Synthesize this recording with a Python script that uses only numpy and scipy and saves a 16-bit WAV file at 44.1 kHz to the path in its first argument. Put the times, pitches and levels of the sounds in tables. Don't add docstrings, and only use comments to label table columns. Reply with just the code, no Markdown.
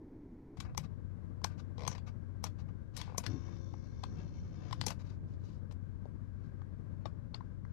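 import sys
import numpy as np
from scipy import signal
from scipy.fft import rfft, irfft
from scipy.io import wavfile
from scipy.ndimage import uniform_filter1d, map_coordinates

SR = 44100
rng = np.random.default_rng(int(sys.argv[2]) if len(sys.argv) > 2 else 0)


def pcm_store(signal):
    levels = np.round(np.clip(np.atleast_2d(signal), -1, 1) * 32767)
    wavfile.write(sys.argv[1], SR, levels.astype(np.int16).T)


N = 340452
TIME = np.arange(N) / SR
# f/Hz, t60/s, level/dB
SWITCH_MODES = [(119, 0.031, 15.5), (182.4, 0.13, 9), (520, 0.041, 7), (872, 0.043, 7), (1045, 0.014, 21.5),
                (1607, 0.021, -9.5), (2105, .025, 4.5), (2345, 0.031, 4), (3500, 0.02, 1.5),
                (4140, 0.018, 5.5), (4640, 0.0073, -3), (5600, 0.022, 2), (5910, 0.02444, 10.5),
                (6400, 0.036, 6.5), (8130, 0.015, -3.5), (8980, 0.014, 1.5), (11440, .012, -6)]
# t/s, contact time/s, knock/dB, snap/dB, tilt/(dB per octave),
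# knock f/Hz, cap f/Hz, cap level/dB, delay until the thumb eases off/s
DETENTS = [(0.777, 0.0015, -40.5, -35.5, -0.5, 830, 5950, 14, 0.061),
           (1.4445, 0.0014, -36, -35, -4.5, 872, 5850, 11.5, .15),
           (1.8772, 0.0015, -37, -34.5, -1, 911, 6220, 18, 0.204),
           (2.4405, .0018, -42, -38, 1.5, 886, 5700, 10, 0.16),
           (3.18, 0.0019, -41, -32.5, 5, 675, 7200, -2, 0.081),
           (4.8656, .0028, -40, -33, 3.5, 524, 6100, 6, 0.14)]


def undb(db):
    return 10 ** (np.asarray(db) / 20)


def unit(x):
    return x / np.sqrt(np.mean(x ** 2) + 1e-24)


def add(out, start, x):
    i = max(int(start * SR), 0)
    out[i:i + len(x)] += x[:len(out) - i]


def colour(x, points):
    hz, db = np.transpose(points)
    bins = np.maximum(np.fft.rfftfreq(len(x), 1 / SR), 1)
    gain = undb(np.interp(np.log(bins), np.log(hz), db))
    return unit(irfft(rfft(x) * gain, len(x)))


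def band(x, lo, hi, order=2):
    return signal.sosfilt(signal.butter(order, [lo, hi], "band", fs=SR, output="sos"), x)


def noise():
    return rng.standard_normal(N)


def walk(rate):
    hold = int(SR / rate)
    steps = np.repeat(rng.standard_normal(2048)[:N // hold + 1], hold)
    return 1.5 * uniform_filter1d(steps, hold)[:N]


def stroke(start, end):
    return 0.67 * np.sin(np.pi * np.clip((TIME - start) / (end - start), 0, 1))


def noise_swells(rows, spread):
    return sum(stroke(start, end) * undb(db) * unit(band(noise(), hz / spread, hz * spread))
               for start, end, hz, db in rows)


def cabin(left_db=-48.5, right_db=-63.5, rush_db=-75, rumble_db=-52.5, throb=0.16, rumble_s=0.571):
    # f/Hz, relative level/dB
    rumble_spectrum = [(20, 4), (50, 2), (170, -1.5), (300, 4), (430, -7), (620, -20.5), (1000, -21.5),
                       (1150, -30.5), (2200, -34), (2700, -46), (6000, -49), (9000, -58), (13000, -54.5)]
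    rush_spectrum = [(600, -36), (1100, -3.5), (1380, -2), (1610, 8.5), (1850, -17), (2150, -6.5),
                     (2700, -19), (6000, -22.5), (13000, -46.5)]
    left_spectrum = [(20, -12), (45, -9.5), (75, -5.5), (105, 1.5), (170, 3), (270, -5.5), (400, -13.5),
                     (560, -16.5), (750, -27.5), (1050, -23.5), (1350, -30.5), (2000, -36), (2700, -48),
                     (13000, -64)]
    right_spectrum = [(20, -8), (60, -1.5), (120, -0.5), (250, -6.5), (400, -18), (700, -31), (1600, -33.5),
                      (3000, -37), (6000, -41), (9000, -48), (13000, -48.5)]
    hum, turns = engine()
    bank_firings = 1.5 * turns
    pulse = 1 + throb * np.cos(2 * np.pi * bank_firings)
    flicker = undb(1.3 * walk(14))
    rush = undb(rush_db + walk(7.7)) * flicker * colour(noise(), rush_spectrum)
    left = undb(left_db + walk(6.1)) * pulse * colour(noise(), left_spectrum) + rush
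    right = undb(right_db) * colour(noise(), right_spectrum)
    rumble = undb(rumble_db) * colour(noise(), rumble_spectrum)
    crossfade = np.clip((TIME - rumble_s) / 0.016, 0, 1)
    return crossfade * (hum + np.array([left, right])) + (1 - crossfade) * rumble


def engine(unsteady=0.15, right_lag_s=0.0035):
    # t/s, f/Hz
    idle = [(.6, 10.14), (2, 10.186), (3.4, 10.207), (4.7, 10.147), (5.6, 10.234), (7.7, 10.323)]
    # multiple of crank speed, left level/dB, right level/dB
    orders = [(4.5, -55.5, -69.5), (6, -57.5, -59.5), (6.5, -63.5, -78.5), (7, -64.5, -78.5),
              (7.5, -55, -71), (8, -57.5, -78), (8.5, -65.5, -73), (9, -43.5, -65), (9.5, -56, -75.5),
              (10, -57, -76.5), (10.5, -52, -71), (11, -60, -75), (12, -52.5, -70.5), (13.5, -72.5, -86),
              (15, -55, -68), (16.5, -60.5, -82), (18, -67.5, -81), (21, -64.5, -83.5), (22.5, -66, -74),
              (24, -65, -81.5), (27, -69.5, -82), (30, -69, -87.5), (3, -70.5, -80.5)]
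    crank_hz = np.interp(TIME, *np.transpose(idle))
    turns = np.cumsum(crank_hz) / SR
    heard_turns = np.array([turns, turns - right_lag_s * crank_hz])
    hum = np.zeros((2, N))
    for multiple, left_db, right_db in orders:
        offset = rng.standard_normal() * (1 if multiple % 1.5 else .1)
        partial = np.sqrt(2) * np.sin(2 * np.pi * (multiple * heard_turns + offset))
        hum += undb([[left_db], [right_db]]) * partial * (1 + unsteady * walk(7.9))
    return hum, turns


def bumps():
    # start t/s, end t/s, centre f/Hz, level/dB
    booms = [(0.51, 0.97, 94, -40.5), (0.753, 0.875, 138, -36), (1.792, 1.95, 131, -37.5),
             (1.775, 1.89, 594, -44), (3.258, 3.325, 292, -36), (3.312, 3.395, 260, -36.5),
             (3.26, 3.385, 94, -28.5), (4.662, 4.96, 119, -36.5), (4.86, 4.925, 540, -48)]
    return noise_swells(booms, spread=1.206)


def upholstery(t, early_db=-3, early_t60=0.095, late_db=-26, late_t60=.25, build_s=.0006):
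    decay = undb(early_db - 60 * t / early_t60) + undb(late_db - 60 * t / late_t60)
    return rng.standard_normal(len(t)) * decay * (1 - np.exp(-t / build_s))


def impacts(rows, modes, tone_db, crack_db, tail_db, graze_db, knock_hz, knock_reach=1.705):
    # low f/Hz, high f/Hz
    contact_bands = [(90, 430), (1500, 4800), (4800, 7500), (7500, 13000)]
    bands = [(knock_hz / 1.5, knock_hz * knock_reach), *contact_bands]
    octaves = np.log2(np.sqrt(np.prod(contact_bands[1:], axis=1)) / 6000)
    out, t = np.zeros(N), np.arange(SR // 6) / SR
    lead_s, attack_samples, chatter = .012, int(.0225 * SR), 0.96
    since = t - lead_s
    graze = undb(graze_db) * np.exp(np.minimum(since, 0) / .002)
    hz, t60, db = np.transpose(modes)[:, :, None]
    for start, contact_s, knock_db, snap_db, tilt in rows:
        thump_db = tone_db[0] + (knock_db + snap_db) / 2
        treble_db = snap_db + np.array(tone_db[1:]) + tilt * octaves
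        grit, size = rng.standard_normal((2, len(t)))
        tuned_hz = hz * rng.normal(1, .015, hz.shape)
        panel = np.sum(undb(db - 60 * t / t60) * np.sin(2 * np.pi * tuned_hz * t), axis=0)
        response = panel + undb(tail_db) * upholstery(t)
        response[0] += undb(crack_db)
        push = np.where(since < 0, graze, np.exp(-np.abs(since) / contact_s))
        force = push * grit * np.exp(chatter * size)
        hit = signal.fftconvolve(force, response)[:len(t)]
        add(hit, lead_s, np.linalg.norm(force) * panel)
        for edges, level_db in zip(bands, [knock_db, thump_db, *treble_db]):
            part = band(hit, *edges, order=4)
            add(out, start - lead_s, part * undb(level_db) / np.std(part[:attack_samples]))
    return out


def taps():
    # t/s, contact time/s, knock/dB, snap/dB, tilt/(dB per octave)
    knocks = [(.5708, 0.015, -58.5, -62.5, -0.5), (0.6045, 0.0019, -53.5, -43, 1),
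              (.748, .003, -55, -67, -4.5), (1.417, 0.0024, -57.5, -74, 1), (2.9671, 0.0018, -70, -41.5, 5),
              (2.9747, 0.0049, -56, -42.5, 7), (3.001, 0.00416, -54, -56.5, 1.5),
              (3.0149, 0.0015, -52, -44.5, -1), (3.2388, 0.0032, -52, -53.5, -1.5),
              (3.2638, 0.0033, -56, -39.5, -2), (3.4873, 0.0032, -59.5, -79.5, 5.5),
              (3.565, 0.0022, -66.5, -72.5, -4.5), (3.7392, 0.0013, -52.5, -72.5, -4.5),
              (4.0375, 0.0017, -42.5, -49.5, -3.5), (4.7098, 0.0022, -52.5, -62, -6),
              (4.7275, 0.0032, -39.5, -45, -2.5), (4.8133, .0011, -44.5, -39.5, -3),
              (4.838, .002, -52.5, -58, -3.5), (4.8821, .0022, -64.5, -36.5, 4),
              (4.9052, 0.0023, -44.5, -41, 3.5), (5.711, 0.005, -61, -65, -3),
              (5.724, 0.0022, -65.5, -62.5, 5.5)]
    return impacts(knocks, SWITCH_MODES, tone_db=(-18, -4, -9.5, -19),
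                   crack_db=44.5, tail_db=14, graze_db=-7.5, knock_hz=845)


def door_ring(contacts, hz=1535, width_hz=130, t60=0.43, level_db=-77.5):
    t = np.arange(SR) / SR
    cluster = band(rng.standard_normal(SR), hz - width_hz / 2, hz + width_hz / 2)
    response = cluster * undb(-60 * t / t60)
    return undb(level_db) * unit(signal.fftconvolve(contacts, response)[:N])


def rubbing(grain=0.11, spurt_db=3, room_db=-29, slide_s=0.035, ease_s=0.0433):
    # start t/s, end t/s, body level/dB, hiss level/dB
    rubs = [(.61, .675, -54, -68.5), (.635, .73, -56.5, -80.5), (1.76, 1.89, -60.5, -65.5),
            (1.88, 2.0, -50.5, -59.5), (2.427, 2.481, -54.5, -52.5), (2.935, 3.035, -56, -54.5),
            (3.008, 3.22, -52.5, -79.5), (3.224, 3.29, -46.5, -53.5), (4.862, 4.939, -49, -54.5),
            (5.02, 5.17, -67, -65.5), (5.38, 5.61, -83.5, -66.5), (1.455, 1.56, -59, -70),
            (2.675, 2.71, -54.5, -72), (5.26, 5.37, -79.5, -71.5), (6.42, 6.48, -77, -77.5),
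            (7.0, 7.04, -60.5, -78)]
    # f/Hz, relative level/dB
    body_spectrum = [(300, -19), (520, 5), (900, 0.5), (1250, -1.5), (1800, -10.5), (2600, -9), (4000, -59)]
    hiss_spectrum = [(1500, -4.5), (2500, -5), (4000, -2), (6000, -2.5), (7200, -11), (9000, -24.5),
                     (13000, -24.5)]
    slips = noise() * np.exp(grain * np.repeat(noise()[:N // 20 + 1], 20)[:N])
    slips *= undb(spurt_db * walk(140))
    strokes = list(rubs)
    for snap, *_, delay in DETENTS:
        eased = snap + delay
        strokes.append((snap, snap + slide_s, -52.5, -54))
        strokes.append((eased - ease_s / 2, eased + ease_s / 2, -55.5, -59))
    body = sum(stroke(start, end) * undb(db) for start, end, db, _ in strokes)
    hiss = sum(stroke(start, end) * undb(db) for start, end, _, db in strokes)
    rub = body * colour(slips, body_spectrum) + hiss * colour(slips, hiss_spectrum)
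    room = upholstery(np.arange(SR // 6) / SR)
    return rub + undb(room_db) * signal.fftconvolve(rub, room)[:N]


def between_panels(x):
    # delay/s, level/dB
    echoes = [(.0023, -15.5), (.0041, -8), (.0067, -9.5)]
    heard = x + sum(undb(db) * np.interp(TIME - delay, TIME, x, left=0) for delay, db in echoes)
    return unit(heard) * np.std(x)


def scraping(grit_db=4):
    # start t/s, end t/s, centre f/Hz, level/dB
    scrapes = [(.622, .665, 4900, -61.5), (1.82, 1.875, 4200, -63.5), (1.872, 1.945, 6000, -47),
               (2.07, 2.1, 5400, -66.5), (2.968, 3.025, 4250, -53), (4.832, 4.852, 4500, -53),
               (4.873, 4.895, 6100, -43.5)]
    spurts = unit(undb(grit_db * walk(260)))
    return spurts * noise_swells(scrapes, spread=1.1)


def grip(fidget_db=2):
    # start t/s, end t/s, centre f/Hz, level/dB
    shifts = [(.66, .78, 90, -41.5), (3.8, 5.0, 89.6, -42.5), (4.95, 5.6, 121, -46.5)]
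    return noise_swells(shifts, spread=1.6) * undb(fidget_db * walk(10))


def detents():
    out = np.zeros(N)
    for *contact, knock_hz, cap_hz, cap_db, _ in DETENTS:
        modes = SWITCH_MODES + [(knock_hz, .036, 8.2), (cap_hz, .04, cap_db)]
        out += impacts([contact], modes, tone_db=(-7, -9, -3.5, -13),
                       crack_db=35.5, tail_db=3.5, graze_db=-11, knock_hz=knock_hz)
    return out


def creaks(contact_s=0.0014, max_slips=7):
    # start t/s, end t/s, first period/s, lengthening per slip/s, knock/dB, snap/dB, growth/dB
    trains = [(1.7814, 1.875, 0.0122, .0008, -53.5, -52.5, 4.5),
              (1.916, 1.985, .012, .01, -54.5, -50, -4.5), (3.076, 3.159, 0.023, 0.00016, -55, -72.5, 4)]
    slips = []
    for start, end, period, lengthening, knock_db, snap_db, growth_db in trains:
        due = start
        for jitter, scatter_db in rng.standard_normal((max_slips, 2)):
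            if due < end:
                swell_db = growth_db * (due - start) / (end - start) + scatter_db
                onset = due + 0.015 * period * jitter
                slips.append((onset, contact_s, knock_db + swell_db, snap_db + swell_db, 0))
            due += period
            period += lengthening
    return impacts(slips, SWITCH_MODES, tone_db=(-1.5, -6.5, -16, -34.5),
                   crack_db=38, tail_db=11.5, graze_db=-8.5, knock_hz=660)


def rasp(start_s=3, level_db=-51.5, t60=0.38):
    since = TIME - start_s
    envelope = (since > 0) * undb(level_db - 60 * np.abs(since) / t60)
    return envelope * unit(band(noise(), 1200, 5225, order=3))


def seat_motor(brush_db=-55, wobble=0.0035, waver_db=2.5):
    # t/s, shaft f/Hz, gain/dB
    run = [(3.24, 46.15, -34), (3.3, 65.43, 3.5), (3.45, 67.44, -4), (3.8, 66.44, -8), (4.071, 66.92, -4),
           (4.38, 64.24, -7.5), (4.7, 63.2, -4), (4.82, 63.33, -2.5), (4.897, 45.2, 5.5)]
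    # multiple of shaft speed, relative level/dB
    harmonics = [(4, -56.5), (5, -55), (6, -57.5), (8, -59), (16, -64.5), (17, -71.5), (24, -77),
                 (32, -84.5)]
    # t/s, whine gain/dB
    strain = [(3.3, 0), (3.7, 4), (4.2, -7.5), (4.8, -3.5)]
    times, hz, db = np.transpose(run)
    shaft_hz = np.interp(TIME, times, hz) * (1 + wobble * walk(9))
    phase = 2 * np.pi * np.cumsum(shaft_hz) / SR
    whine = sum(undb(line_db + waver_db * walk(13)) * np.sin(k * phase + 2 * np.pi * rng.random())
                for k, line_db in harmonics)
    whine *= undb(np.interp(TIME, *np.transpose(strain)))
    running = (TIME > times[0]) & (TIME < times[-1])
    return running * undb(np.interp(TIME, times, db)) * (whine + undb(brush_db) * brushes(phase))


def brushes(phase, repeating=0.37, grind_db=1.1, flutter_db=2.5):
    # f/Hz, bandwidth/Hz, relative level/dB
    housing = [(293, 280, 16.5), (490, 91, 1.5), (950, 67, 6), (1570, 84, -5.5), (1782, 60, -3.5),
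               (2170, 130.8, 1), (2560, 150, -10.5), (2860, 86, -7.5), (3070, 54, 0.5), (3550, 170, 0.5),
               (4106, 120, 1), (4390, 180, -2.5), (5000, 200, 1.5), (5280, 70, -2.5), (5660, 250, 9.5),
               (5670, 140, -8)]
    # t/s, f/Hz
    hiss_edge = [(3.3, 6220), (4.1, 6120), (4.45, 5410), (4.7, 5360)]
    edge_hz = np.interp(TIME, *np.transpose(hiss_edge))
    gears = (1 + .4 * np.cos(phase)) * undb(grind_db * walk(30))
    wear = rng.standard_normal(640)
    position = phase / (2 * np.pi) % 1 * len(wear)
    scratch = unit(map_coordinates(wear, [position], mode="grid-wrap"))
    drive = gears * (np.sqrt(repeating) * scratch + np.sqrt(1 - repeating) * noise())
    hiss = np.zeros(N)
    for hz, width, db in housing:
        rolloff = 1 / (1 + (hz / edge_hz) ** 20)
        resonance = band(drive, hz - width / 2, hz + width / 2, order=1)
        hiss += rolloff * undb(db + flutter_db * walk(18)) * resonance
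    return unit(signal.sosfilt(signal.butter(10, 6400, fs=SR, output="sos"), hiss))


def buttons():
    # t/s, contact time/s, knock/dB, snap/dB, tilt/(dB per octave), knock f/Hz, ring f/Hz
    presses = [(6.0549, 0.0032, -51.5, -73, 3.5, 608, 3540), (6.6175, .001, -58.5, -73.5, 2, 1150, 3300),
               (7.0561, 0.0029, -41.5, -51, -0.5, 828, 3614), (7.345, 0.0009, -52, -49.5, -6, 919, 4375),
               (7.407, 0.0022, -49.5, -77, -2.5, 1010, 4010), (7.6505, 0.00082, -60, -73, 1.5, 1137, 2060)]
    # f/Hz, t60/s, level/dB
    button_modes = [(109, 0.1, 7), (1190, 0.0037, 4.5), (2220, 0.0092, 6.5), (3760, 0.0063, 2.5),
                    (4300, 0.0099, 10), (5720, 0.016, 7.5)]
    out = np.zeros(N)
    for *contact, knock_hz, ring_hz in presses:
        modes = button_modes + [(knock_hz, 0.013, 6.2), (ring_hz, .016, 12)]
        out += impacts([contact], modes, tone_db=(0, -3, -13.5, -34),
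                       crack_db=25, tail_db=7.5, graze_db=-10.5, knock_hz=knock_hz, knock_reach=1.5)
    return out


def scene(right_near_db=-36, right_bump_db=-19):
    contacts = detents() + taps() + buttons() + creaks()
    near = contacts + door_ring(contacts)
    near += between_panels(rubbing() + scraping() + seat_motor() + rasp())
    low = bumps()
    right = undb(right_near_db) * near + undb(right_bump_db) * low + grip()
    return cabin() + np.array([near + low, right])


def record(dry, top_hz=13200):
    return signal.sosfilt(signal.ellip(8, .2, 60, top_hz, fs=SR, output="sos"), dry)


dry = scene()
out = record(dry)
pcm_store(out)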